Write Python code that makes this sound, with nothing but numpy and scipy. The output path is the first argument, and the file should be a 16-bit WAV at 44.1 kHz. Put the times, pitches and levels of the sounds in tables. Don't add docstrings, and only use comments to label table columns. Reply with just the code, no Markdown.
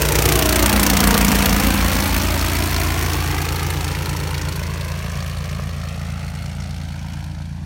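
import sys
import numpy as np
from scipy import signal
from scipy.fft import rfft, irfft, next_fast_len
from scipy.io import wavfile
from scipy.ndimage import uniform_filter1d, map_coordinates

SR = 44100
rng = np.random.default_rng(int(sys.argv[2]) if len(sys.argv) > 2 else 0)


def pcm_store(signal):
    levels = np.round(np.clip(np.atleast_2d(signal), -1, 1) * 32767)
    wavfile.write(sys.argv[1], SR, levels.astype(np.int16).T)


def boost(x):
    u = np.asarray(x, float) / 20
    return 10 ** u


N = 337365
T = np.arange(N) / SR
HZ = np.fft.rfftfreq(next_fast_len(N), 1 / SR)

# time_s, distance_m
FLIGHT = [(0, 18.8), (.4, 13.3), (.8, 8.8), (1.2, 7.7), (1.6, 8.4), (2.4, 11.3), (2.9, 12.6), (3.6, 16.3),
          (4.4, 21.6), (5.8, 34.1), (6.5, 39.3), (7.65, 46.1)]
# time_s, heading (-1 ahead, 0 side, 1 behind)
HEADING = [(0, -1.52), (.9, -0.028), (1.7, 0.23), (3.0, 0.7), (3.7, 0.91), (4.7, 0.89), (5.3, 0.62),
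           (7.65, 0.79)]
# multiple of the engine cycle, ahead_db, side_db, behind_db
EXHAUST_TONES = [(2, -2.5, -7.5, -8), (3, -10.5, -11.5, -3), (4, 1, -6, -5.5), (5, -3, -13, -5.5),
                 (6, -25, -14, -5), (7, 0.5, -4, -9), (8, -35, -21, -21), (9, -14, -53, -17),
                 (10, -8.5, -16.5, -26.5), (11, -26, -26, -21), (12, 1.5, -2, -34), (13, -16.5, -31, -39),
                 (14, -19.5, -46, -24), (15, -8.5, -19, -32), (22, -14, -22.5, -51)]
# multiple of the blade passage, ahead_db, side_db, behind_db
BLADE_TONES = [(1, -23, 5.5, -24), (2, -8, -6, -20), (3, -9, -28, 0.5), (4, -29, -40, -7.5),
               (5, -10, -28, -19), (6, -10.5, -41.5, -5.5), (7, -13.5, -17, -20.5), (8, -26, -45, -24),
               (9, -15, -13, -29), (10, -24, -20, -52), (11, -16, -23, -46), (12, -11, -15, -58),
               (13, -9.5, -55, -44)]
# pitch_hz, level_db (per Hz)
HISS_COLOUR = [(40, 4.5), (100, 1.5), (200, 1), (400, -7), (1000, -4), (1500, -7), (2500, -7.5),
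               (4000, -15.5), (8000, -8.5), (16000, -13)]
# pitch_hz, level_db (per Hz)
PUFF_COLOUR = [(500, -4), (1200, -4), (2000, 3), (3200, 0), (4400, 1.5), (6000, 4.5), (9000, 11.5),
               (12000, 5.5), (16000, 1)]
# pitch_hz, width_hz, average level_db
PIPE_RINGS = [(4354, 93, -4), (5300, 130, -13)]
# low_hz, high_hz
KNOCK_RANGE = [450, 1500]
# ahead_db, side_db, behind_db
KNOCK_DB = [-34, -35, -46]
SEEN_FROM = [-1, 0, .3, .65, 1]
EXHAUST_DB = [-18, -16.5, -17.5, -18, -22]
BLADE_DB = [-18, -28, -24, -23, -21]
HISS_DB = [-16, -19, -21, -22, -22]
NEAR_PUFF_DB = [-11.5, -16.5, -23, -22.5, -36.5]
FAR_PUFF_DB = [-45, -44, -24, -23, -19]
# time_s, hiss_db, puffs_db
FADE = [(0, 0.5, 0.5), (4.5, 1.5, 0), (5.6, -1.5, -0.5), (6.1, -2, 0.5), (6.7, -5, 1.5), (7.2, -5.5, 0.5),
        (7.35, -8.5, -2.5), (7.65, -9.5, -10)]
# pitch_hz, gain_db
GRASS = [(50, -.5), (500, -.6), (1300, -2), (2200, -10), (4000, -18), (10000, -24)]
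# below and above the split, db_per_ms of lag
STEEP_DB_PER_MS = [.9, 3.0]
# peak_s, level_db, length_s
GUSTS = [(3.9, -41, .2), (4.45, -40, 0.079), (5.6, -39, .2), (6.493, -42, 0.24)]
# pitch_hz, level_db (per Hz)
FIELD_COLOUR = [(100, -11), (1000, -17), (5000, 0), (11000, -3), (16000, -33)]
# pitch_hz, width_hz, gain_db
MIC_DIPS = [(4980, 230, -3.5), (7390, 1260, -3), (9720, 3480, -10.5)]

CYCLE_HZ = 28.6
BLADE_RATIO = 1.768
SECOND_FIRING, SECOND_SHARE = .375, .7
AIR_DB_PER_M, AIR_POWER = .26, 1.6
AHEAD_TREBLE_DB = 1.36
MIC_M = 1.5
CRUISE_M, CLIMB_FROM_S, CLIMB_M_PER_S, TOP_M = 4.25, 3.2, .82, 6.3


def unit(x):
    return x / np.sqrt(np.mean(x ** 2))


def on_log(hz, table):
    f, db = np.transpose(table)
    return np.interp(np.log(np.maximum(hz, 1)), np.log(f), db)


def shape(x, db, turn=0):
    size = next_fast_len(N)
    spectrum = rfft(x, size) * boost(db) * np.exp(1j * turn)
    return irfft(spectrum, size)[:N]


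def walk(rate):
    hold = int(SR / rate)
    steps = np.repeat(rng.standard_normal(N // hold + 1), hold)
    return 1.3 * uniform_filter1d(uniform_filter1d(steps, hold), hold)[:N]


def field_hiss():
    return boost(-50) * unit(shape(rng.standard_normal(N), on_log(HZ, FIELD_COLOUR)))


def wind():
    low_band = signal.butter(2, [60, 170], "band", fs=SR, output="sos")
    rumble = unit(signal.sosfilt(low_band, rng.standard_normal(N)))
    gusts = sum(boost(db) * np.exp(-((T - s) / length) ** 2) for s, db, length in GUSTS)
    breeze = boost(-46)
    return rumble * (breeze + gusts) * boost(0.83 * walk(2.4))


def bands(colour, far_m, heading):
    white = rfft(rng.standard_normal(next_fast_len(N))) * boost(on_log(HZ, colour))
    white = white / np.sqrt(np.mean(irfft(white) ** 2))
    octave = np.log2(np.maximum(HZ, 1))
    for centre in np.arange(5.5, 14.5, .5):
        window = np.cos(np.pi * np.clip(octave - centre, -.5, .5)) ** 2
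        loss_db = AIR_DB_PER_M * (2 ** centre / 10000) ** AIR_POWER * far_m
        octaves_up = max(centre - np.log2(2000), 0)
        aim_db = AHEAD_TREBLE_DB * octaves_up * np.maximum(-heading, 0)
        yield irfft(white * window)[:N] * boost(aim_db - loss_db)


def blade_hiss(passages, far_m, heading, throb, swell_db, flicker_db):
    swell = swell_db * walk(2.45)
    out = sum(band * boost(swell + flicker_db * walk(24)) for band in bands(HISS_COLOUR, far_m, heading))
    throbbing = 1 + throb * np.cos(4 * np.pi * passages) + 0.26 * np.cos(2 * np.pi * passages)
    return out * throbbing


def valve_knocks(turns, scatter_db, shake_ms):
    at = np.flatnonzero(np.diff(np.floor(turns)) > 0)
    chance = rng.standard_normal((len(at), 2))
    shift = (shake_ms * chance[:, 0] * SR / 1000).astype(int)
    clicks = np.zeros(N)
    clicks[np.clip(at + shift, 0, N - 1)] = boost(scatter_db * chance[:, 1])
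    knock_band = signal.butter(3, KNOCK_RANGE, "band", fs=SR, output="sos")
    return unit(signal.sosfilt(knock_band, -clicks))


def puffs(turns, far_m, heading, rise, fall, scatter_db, colour_db, grain_db, sing_db):
    count = (turns - np.floor(turns.min())).astype(int)
    part = turns % 1
    blurred_rise = rise * (1 + far_m / 30)
    gate = unit((1 - np.exp(-part / blurred_rise)) ** 2 * np.exp(-part / fall))
    size_db = scatter_db * rng.standard_normal(count.max() + 1)
    out = 0
    for band in bands(PUFF_COLOUR, far_m, heading):
        own_db = colour_db * rng.standard_normal(len(size_db))[count] * (1.3 + .6 * heading)
        out = out + band * boost(size_db[count] + own_db)
    for hz, width, db in PIPE_RINGS:
        ring = signal.lfilter(*signal.iirpeak(hz, hz / width, fs=SR), out)
        ring_gain = boost(db + sing_db * rng.standard_normal(len(size_db)))[count]
        out = out + ring * ring_gain * (1 + heading)
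    return gate * out * boost(grain_db * walk(400))


def tones(turns, orders, heading, second, waver_db, rate):
    out = 0
    for k, *aimed_db in orders:
        db = np.interp(heading, [-1, 0, 1], aimed_db) + waver_db * np.sqrt(k) * walk(rate)
        pair = 1 + second * np.exp(-2j * np.pi * k * SECOND_FIRING)
        out = out + boost(db) * np.imag(pair * np.exp(2j * np.pi * k * turns))
    return out


def aircraft(far_m):
    heading = np.interp(T, *np.transpose(HEADING))

    def aimed(db):
        return boost(np.interp(heading, SEEN_FROM, db))

    turns = CYCLE_HZ * (T - far_m / 343)
    passages = BLADE_RATIO * turns
    exhaust = tones(turns - .135, EXHAUST_TONES, heading, SECOND_SHARE, waver_db=.15, rate=12)
    blades = tones(passages - .3, BLADE_TONES, heading, 0, waver_db=1.33, rate=7.1)
    blades = blades * (1 + 0.22 * np.cos(4 * np.pi * turns))
    near = puffs(turns + .02, far_m, heading, rise=.02, fall=.16,
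                 scatter_db=.8, colour_db=1.4, grain_db=1.5, sing_db=4)
    far = puffs(turns - .385, far_m, heading, rise=.03, fall=.19,
                scatter_db=1.1, colour_db=1.4, grain_db=2, sing_db=4)
    knocks = valve_knocks(turns + 0.0333, scatter_db=3.5, shake_ms=0.16)
    knocks = knocks + valve_knocks(turns - .36, scatter_db=6.5, shake_ms=0.12)
    hiss = blade_hiss(passages, far_m, heading, throb=0.3, swell_db=0.6, flicker_db=0.64)

    s, hiss_fade_db, puff_fade_db = np.transpose(FADE)
    whole = aimed(EXHAUST_DB) * exhaust + aimed(BLADE_DB) * blades
    whole = whole + boost(np.interp(T, s, hiss_fade_db)) * aimed(HISS_DB) * hiss
    both_pipes = aimed(NEAR_PUFF_DB) * near + aimed(FAR_PUFF_DB) * far
    whole = whole + boost(np.interp(T, s, puff_fade_db)) * both_pipes
    whole = whole + boost(np.interp(heading, [-1, 0, 1], KNOCK_DB)) * knocks
    return whole * 10 / far_m


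def grass_bounce(direct, far_m):
    height_m = np.clip(CRUISE_M + CLIMB_M_PER_S * (T - CLIMB_FROM_S), CRUISE_M, TOP_M)
    lag_ms = (np.sqrt(far_m ** 2 + 4 * MIC_M * height_m) - far_m) / .343
    late = np.arange(N) - (lag_ms + 0.03 * walk(7.5)) * SR / 1000
    off_grass = shape(direct, on_log(HZ, GRASS), turn=0.042)
    bounce = map_coordinates(off_grass, [late], order=3, mode="mirror")
    deep = shape(bounce, -10 * np.log10(1 + (HZ / 550) ** 4))
    deep_gain, high_gain = (boost(-db * (lag_ms - 0.5)) for db in STEEP_DB_PER_MS)
    return deep_gain * deep + high_gain * (bounce - deep)


def scene():
    path_m = np.interp(T, *np.transpose(FLIGHT))
    far_m = uniform_filter1d(path_m, SR // 4, mode="nearest")
    direct = aircraft(far_m)
    return (field_hiss() + wind() + grass_bounce(direct, far_m) + direct)[None]


def roll_off(x):
    return signal.sosfilt(signal.butter(12, 17020, fs=SR, output="sos"), x)


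def record(dry):
    dips_db = sum(db * np.exp(-((HZ - hz) / width) ** 2) for hz, width, db in MIC_DIPS)
    top_db = -np.clip((HZ - 15900) / 12, 0, 60)
    bass_cut = signal.butter(6, 50.3, "high", fs=SR, output="sos")
    mix = signal.sosfilt(bass_cut, shape(dry[0], dips_db + top_db))
    return roll_off(mix[None])


dry = scene()
out = record(dry)
pcm_store(out)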